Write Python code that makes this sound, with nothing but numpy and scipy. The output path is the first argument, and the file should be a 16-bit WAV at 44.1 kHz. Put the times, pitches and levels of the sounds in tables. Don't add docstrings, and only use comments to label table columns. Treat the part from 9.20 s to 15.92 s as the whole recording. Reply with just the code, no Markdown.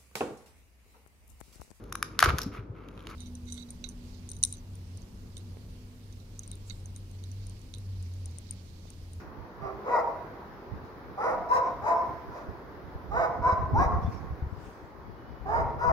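import sys
import numpy as np
from scipy import signal
from scipy.fft import rfft, irfft, next_fast_len
from scipy.io import wavfile
from scipy.ndimage import uniform_filter1d, map_coordinates

SR = 44100
rng = np.random.default_rng(int(sys.argv[2]) if len(sys.argv) > 2 else 0)


def pcm_store(signal):
    levels = np.round(np.clip(np.atleast_2d(signal), -1, 1) * 32767)
    wavfile.write(sys.argv[1], SR, levels.astype(np.int16).T)


def makeup_ratio(level_db):
    decades = np.asarray(level_db, float) / 20
    return 10 ** decades


N = 296352

# [f/Hz, width/Hz, level/dB]
UNDERTONE_THROAT = [(701, 99, -3), (1332, 99, -14), (1960, 310, -20)]
RASP_THROAT = [(468, 140, -3.5), (678, 88, 1.5), (1066, 195, -1), (1370, 580, -10), (1980, 590, -14)]
# [f/Hz, level/dB per Hz]
BREATH_COLOUR = [(1500, -29.5), (2600, -22.5), (3400, -15), (3900, 4), (4300, -11.5), (4900, 1.5),
                 (5900, -1.5), (7400, -13), (8200, -29.5), (10000, -19.5), (15700, -34)]


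def bark(row, breaking, mouth_db, jitter, shimmer_db):
    start, length, peak_db, first_hz, top_hz = row
    glide, breaks, under_db, rasp_db, breath_db = breaking
    t = np.arange(SR // 4) / SR - .02

    def shake(rate):
        return wobble(rate, size=len(t))

    def left(span):
        return np.clip(1 - t / span, 0, 1)

    after_glide = np.maximum(t - glide, 0)
    pitch = top_hz - (top_hz - first_hz) * left(glide) ** 1.404 - 74 * after_glide
    level_db = peak_db - 12 * left(0.94 * glide) ** 1.67 - 54.5 * after_glide
    whole = np.clip((breaks - t) / 0.018, 0, 1)
    unsteady = jitter * (1 + 1.28 * (1 - whole)) * shake(122.54)
    cycle = 2 * np.pi * np.cumsum(pitch * (1 + unsteady)) / SR

    orders_db = [mouth_db[0], 0, *mouth_db[1:], mouth_db[-1] - 12]
    voice = unit(sum(makeup_ratio(db + shimmer_db * shake(60.7)) * np.cos((k + 1) * cycle + k)
                     for k, db in enumerate(orders_db)))

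    thirds = sum(np.cos(k * (cycle + 1.6 * shake(40.03)) / 3) for k in range(2, 14) if k % 3)
    air = rng.standard_normal((2, len(t)))
    puffs = (1 + 0.54 * np.cos(cycle)) * air[0]
    rough = makeup_ratio(under_db - 23.5 * whole) * unit(filtered(thirds, tract(UNDERTONE_THROAT)))
    rough += makeup_ratio(rasp_db - 6 * whole) * unit(filtered(puffs, tract(RASP_THROAT)))
    voice += filtered(rough, lambda f: 1 / (1 + (300 / (f + 1)) ** 6) / (1 + (f / 2400) ** 6))

    ripple = rng.standard_normal(60)

    def teeth(f):
        return np.interp(f / 280, np.arange(60), ripple)

    breath = unit(filtered(air[1], lambda f: makeup_ratio(along(BREATH_COLOUR, f) + 2.2 * teeth(f))))
    voice += makeup_ratio(breath_db - 6 * whole + 1.4 * shake(50)) * breath

    onset = np.clip((t - t[0]) / 0.015, 0, 1) ** 2
    release = np.clip(1 - (t - length) / 0.063, 0, 1) ** 2
    return round((start + t[0]) * SR), makeup_ratio(level_db - 6 * (1 - whole)) * onset * release * voice


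# [f/Hz, t60/s]
ROOF_DECAY = [(300, 1), (1000, 0.82), (2000, 1), (5000, 0.83), (12000, 0.32)]


def tail(size):
    hz, t, z = signal.stft(rng.standard_normal((2, size)), SR, nperseg=256)
    swell = 1 - np.exp(-t / 0.031)
    lumps = makeup_ratio(1.1 * wobble(25.8, size=size + 512)[(t * SR).astype(int)])
    decay = makeup_ratio(-60 * t / along(ROOF_DECAY, hz)[:, None])
    x = signal.istft(z * swell * lumps * decay, SR, nperseg=256)[1][:, :size]
    return x / np.linalg.norm(x[0])


BARKS = [(0.415, 0.089, -36.5, 389.6, 398), (0.655, 0.081, -36, 423.4, 554), (0.70, 0.1, -24.5, 477.3, 487),
         (1.986, 0.14, -29, 385, 488.3), (2.297, 0.081, -21.5, 480.5, 520.2),
         (2.63, 0.097, -24.5, 399.6, 502), (3.119, 0.096, -49.5, 440, 476),
         (3.924, .13, -29.5, 400.3, 516.6), (4.231, 0.092, -23, 486, 513.6),
         (4.553, 0.093, -23, 406.2, 547.5), (6.268, 0.14, -29, 381.3, 469.2),
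         (6.598, 0.14, -26, 461, 491.5)]
# [glide/s, voice breaks after/s, undertone/dB, rasp/dB, breath/dB]
VOICE_BREAKS = [(0.057, 0.054, -8, 1, -32.5), (.03, .04, -4, 7.5, -29), (.055, 0.065, 1.5, -4, -33),
                (.075, 0.084, 4.5, 4, -27.5), (.06, .04, -9.5, -3, -30), (.065, 0.051, -1.5, -3, -31),
                (0.051, 0.033, -8, 7, -22), (0.0787, 0.072, 4.5, 4, -26), (0.049, .06, -9.5, -3, -32.5),
                (.065, 0.048, -2, -4, -31.5), (0.092, 0.1057, 3.5, 2, -31), (0.0486, 0.1, 6.5, -2.5, -31.5)]
# [harmonic 1/dB, harmonic 3/dB, harmonic 4/dB, echo level/dB]
MOUTH = [(-2, -9.5, -42, -3.5), (0, -20, -30, 1.5), (-13, -14.5, -19.5, -2.5), (-16.5, -5.5, -23, -1.5),
         (-14, -13.5, -31, 0.5), (-14, -15.5, -29, 0.5), (-14, -3, -27, 0), (-9, -6, -23, -1),
         (-25, -17, -41, -0.5), (-16.5, -16, -50, -1.5), (-6.5, -10, -21.5, -1), (-12.5, -13.5, -29.5, 2)]
# [delay t/s, left level/dB, right level/dB]
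HOUSE_FRONTS = [(.012, 2, -13.5), (.031, -17, -3), (.058, -26.5, -23.5), (.1, -4.5, -3.5),
                (.135, -5, -13.5), (.2, -14.5, -13), (.44, -29.5, -26.5), (.47, -23.5, -24.5),
                (0.509, -31.5, -28.5)]
# [f/Hz, level/dB]
BRICK = [(200, 0), (1150, -2.5), (1500, -6.5), (2000, -6.5), (2800, -8), (5500, -3.5), (9000, -7)]
# [f/Hz, likeness 0-1]
ECHO_LIKENESS = [(200, 1), (600, 0.8), (1100, 0.5)]
# [f/Hz, left minus right level/dB]
PORT_SHADE = [(300, -2.5), (1200, -1.5), (2800, 2), (6000, -0.5)]


def dog(lag_s, wet_db):
    out = np.zeros((2, N + 2 * SR))
    for row, breaking, (*mouth_db, echo_db) in zip(BARKS, VOICE_BREAKS, MOUTH):
        at, voice = bark(row, breaking, mouth_db, jitter=0.012, shimmer_db=3.5)
        walls = np.zeros((2, SR))
        for s, left_db, right_db in HOUSE_FRONTS:
            walls[[0, 1], round(s * SR) + rng.integers(0, 12, 2)] = makeup_ratio([left_db, right_db])
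        walls = filtered(walls, lambda f: makeup_ratio(along(BRICK, f)))
        path = makeup_ratio(echo_db) * (walls + makeup_ratio(wet_db) * paired(tail(size=SR), BRICK, ECHO_LIKENESS))
        path[:, 20:220] += makeup_ratio(-29) * rng.standard_normal((2, 200))
        path[:, 8:59] += makeup_ratio(-10) * np.diff(np.diff(rng.standard_normal((2, 53))))
        path[0, 0] += makeup_ratio(1.3)
        path[1, round(lag_s * SR)] += makeup_ratio(0.65)
        heard = signal.fftconvolve(voice[None], path, axes=1)
        out[:, at:at + heard.shape[1]] += heard
    return filtered(out[:, :N], lambda f: makeup_ratio(along(PORT_SHADE, f) * [[.5], [-.5]]))


# [peak t/s, peak level/dB, rise/s, fall/s]
HUFFS = [
    (0.005, -66.5, .03, .1),
    (1.65, -76.5, .03, .15),
    (3.175, -70, .09, 0.15),
    (4.82, -70, 0.019, 0.45),
    (4.925, -70, .03, .12),
]
# [f/Hz, level/dB per Hz]
NOSE_COLOUR = [(880, -21), (1500, 0.5), (1610, -14.5), (2500, -9.5), (3200, -28), (4420, -18),
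               (5380, -16.5), (5820, -17), (7370, -27), (8540, -38), (9610, -29), (15700, -36.5)]


def huffs():
    return makeup_ratio(11) * faded(HUFFS) * rush(NOSE_COLOUR, [(500, 0.6), (4000, 0.18)], patchy_db=-0.5)


# [t/s, peak level/dB, f/Hz, t60/s]
COLLAR = [
    (4.827, -61, 3460, 0.22),
    (4.86, -55, 3480, .12),
    (4.832, -56, 5500, 0.073),
    (4.922, -51, 5400, .08),
    (4.945, -56, 5500, .08),
    (4.971, -58, 5464, 0.13),
]


def collar():
    out = np.zeros((2, N))
    t = np.arange(SR // 5) / SR
    for s, db, hz, t60 in COLLAR:
        phase = 0.91 * wobble(300, size=len(t)) + rng.uniform(0, 5.4, (2, 1))
        ring = np.sin(2 * np.pi * hz * t + phase)
        out[:, round(s * SR):][:, :len(t)] += makeup_ratio(db - 60 * t / t60) * (1 - np.exp(-t / 0.0018)) * ring
    return out


# [t/s, peak level/dB, f/Hz, left minus right level/dB]
THUMPS = [(3.285, -24.5, 75, -6), (3.751, -24, 63, -1), (3.944, -29.5, 144, -6), (4.09, -31, 138, 3),
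          (4.264, -25, 65.44, 9), (4.324, -16.5, 84, -0.5), (4.435, -18, 68.3, -0.5), (4.53, -11, 105.2, 1),
          (4.579, -15.5, 62, 2), (4.596, -19, 69.6, 9), (4.658, -13, 59, 4), (4.751, -21.5, 76.5, -7),
          (4.822, -22, 91, 0), (4.845, -15.5, 77, 5), (4.875, -18, 98, 14), (5.105, -22.5, 58.4, -5),
          (5.123, -23, 71, 4), (5.22, -18.5, 66.8, 5), (5.237, -23, 63, 0), (5.264, -23, 66.2, 3),
          (5.322, -29, 90, 20), (6.211, -35.5, 57, 20), (6.675, -22, 61, 6), (6.699, -21, 67.3, 0)]


def thumps():
    out = np.zeros((2, N))
    t = np.arange(SR // 10) / SR
    for s, db, hz, side_db in THUMPS:
        turn = 2 * np.pi * hz * t + np.pi + rng.uniform(-1.64, 1.1, (2, 1))
        swell = (t / 0.0046) * np.exp(1 - t / 0.006)
        push = (np.sin(turn) + 0.29 * np.sin(2.276 * turn)) * swell
        spot = out[:, round(s * SR):][:, :len(t)]
        port_db = db - 8.5 + np.array([[side_db], [-side_db]]) / 2
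        spot += (makeup_ratio(port_db) * push)[:, :spot.shape[1]]
    return out


# [t/s, buffet level/dB, left minus right level/dB]
WIND = [(0.0, -57.5, -25), (1.3, -62, -12), (1.6, -48, -0.5), (3.2, -50, -3), (3.7, -47.5, -9.5),
        (4.0, -44.5, 2), (4.28, -35.5, -3), (4.4, -34, -1.5), (4.6, -26.5, -2.5), (4.72, -32.5, -1.5),
        (4.86, -25, 1), (4.96, -47.5, -21), (5.2, -43.5, -7), (5.36, -47, 22), (5.5, -49, 10),
        (6.15, -55, 24.5), (6.36, -36, 4), (6.72, -34, 4.5)]
# [f/Hz, level/dB per Hz]
BUFFET_COLOUR = [(12, -43), (25, -15), (55, 0.5), (97, -3), (130, -6), (211, -12), (443, -18), (650, -57),
                 (1100, -120)]


def wind():
    level_db, pan_db = curves(WIND, np.arange(N) / SR)
    lumps = makeup_ratio(4.8 * wobble(14) + 3.25 * np.array([wobble(25), wobble(25)]))
    port_db = level_db + np.array([pan_db, -pan_db]) / 2
    return makeup_ratio(port_db) * unit(lumps * rush(BUFFET_COLOUR, [(30, 0.034)], patchy_db=3.0))


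# [peak t/s, peak level/dB, rise/s, fall/s]
GUST = [
    (5.45, -69.5, 0.18, 0.34),
]
# [f/Hz, level/dB per Hz]
HISS_COLOUR = [(880, -36), (1500, -25), (2090, -5), (3040, -10.5), (5940, -11.5), (11900, -23),
               (15700, -31)]


def gust_hiss():
    return faded(GUST) * makeup_ratio([[9], [6]]) * rush(HISS_COLOUR, [(2000, 0.069)], patchy_db=3.5)


# [from t/s, to t/s, f/Hz, level/dB]
BRAKES = [
    (5.95, 6.32, 2970, -75),
    (5.85, 6.25, 3320, -81),
]


def brakes():
    t = np.arange(N) / SR
    out = np.zeros(N)
    for start, end, hz, db in BRAKES:
        swell = np.clip(np.minimum(t - start, end - t) / .05, 0, 1)
        out += makeup_ratio(db + 2 * wobble(23)) * swell * np.sin(2 * np.pi * hz * t + 1.5 * wobble(25))
    return out


# [t/s, level/dB]
MURMUR = [(0, -46.5), (.3, -46.5), (.65, -44.5), (1.1, -45), (1.6, -46), (3.0, -43.5), (3.4, -46),
          (3.8, -46), (5.1, -46), (5.7, -48.5), (6.72, -46)]
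# [f/Hz, level/dB per Hz]
TOWN_COLOUR = [(24, -38.5), (40, -5.5), (77, -6), (190, -9.5), (390, -6.5), (650, -13), (1000, -11),
               (1900, -22), (2800, -35), (5100, -37.5), (6700, -46.5), (8400, -59), (11000, -46),
               (15700, -45)]
# [f/Hz, likeness 0-1]
TOWN_LIKENESS = [(60, 0.46), (180, 1), (550, 0.78), (1650, 0.082), (4970, 0.02), (15000, 0.01)]


def town():
    level_db = curves(MURMUR, np.arange(N) / SR)[0] + 0.13 * wobble(18.0)
    return makeup_ratio(level_db) * rush(TOWN_COLOUR, TOWN_LIKENESS, patchy_db=1.0)


def unit(x):
    return x / np.sqrt(np.mean(x ** 2) + 1e-20)


def along(points, hz):
    f, v = np.transpose(points)
    return np.interp(np.log(hz + 1), np.log(f + 1), v)


def curves(rows, t):
    s, *cols = np.transpose(rows)
    return [np.interp(t, s, c) for c in cols]


def wobble(rate, size=N):
    knots = rng.standard_normal(int(size * rate / SR) + 4)
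    return map_coordinates(knots, [np.arange(size) * rate / SR])


def faded(rows):
    t = np.arange(N) / SR
    return sum(makeup_ratio(db - 20 * np.maximum((s - t) / rise, (t - s) / fall)) for s, db, rise, fall in rows)


def filtered(x, response):
    n = x.shape[-1]
    m = next_fast_len(n + 8192)
    return irfft(rfft(x, m) * response(np.fft.rfftfreq(m, 1 / SR)), m)[..., :n]


def tract(modes):
    def response(f):
        return sum((-1) ** k * makeup_ratio(db) * 1j * f * w / (c * c - f * f + 1j * f * w)
                   for k, (c, w, db) in enumerate(modes))
    return response


def paired(two, spectrum, alike):
    def response(hz):
        turn = np.arccos(np.clip(along(alike, hz), -1, 1)) / 2
        return makeup_ratio(along(spectrum, hz)) * [np.cos(turn), np.sin(turn)]
    mid, side = filtered(two, response)
    return np.array([mid + side, mid - side])


def rush(spectrum, alike, patchy_db):
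    z = signal.stft(rng.standard_normal((2, N)), nperseg=512)[2]
    field = uniform_filter1d(rng.standard_normal(z.shape[1:]), 6, 0)
    field = uniform_filter1d(field, 14, 1)
    patchy = signal.istft(z * makeup_ratio(patchy_db * unit(field)), nperseg=512)[1][:, :N]
    return unit(paired(patchy, spectrum, alike))


def scene():
    return dog(lag_s=.00019, wet_db=-3) + huffs() + collar() + thumps() + wind() + gust_hiss() + brakes() + town()


# [f/Hz, level/dB under the loudest band of the moment, constant limit level/dB]
MASK = [(2500, -66, -125), (3160, -55, -117), (5030, -54, -120), (7200, -70.5, -108), (8400, -65, -107),
        (11000, -68.5, -110), (14000, -67.5, -113)]


def thinned(x, scatter_db, cut_db):
    hz, _, z = signal.stft(x, SR, nperseg=2048)
    bands = np.abs(z[:, :1024]).reshape(2, 128, 8, -1)
    level = np.sqrt(np.mean(bands ** 2, 2))
    centre = hz[4:1024:8]
    under_db, limit_db = (along([(row[0], row[k]) for row in MASK], centre)[:, None] for k in (1, 2))
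    loudest = level[:, 2:].max(1, keepdims=True)
    limit = np.maximum(loudest * makeup_ratio(under_db), makeup_ratio(limit_db))
    scatter = makeup_ratio(scatter_db * rng.standard_normal(level.shape[1:]))
    weak = (level.mean(0) < limit.mean(0) * scatter) & (centre > 2500)[:, None]
    gain = np.repeat(np.where(weak, makeup_ratio(cut_db), 1), 8, 0)
    gain = np.pad(gain, ((0, 1), (0, 0)))
    return signal.istft(z * gain, SR, nperseg=2048)[1][:, :N]


def top_cut(x):
    return signal.sosfilt(signal.butter(12, 15870, fs=SR, output="sos"), x)


def record(dry):
    soft = dry * np.clip((N - np.arange(N)) / (.004 * SR), 0, 1)
    mix = thinned(soft, scatter_db=6.0, cut_db=-28.5)
    return top_cut(mix)


dry = scene()
out = record(dry)
pcm_store(out)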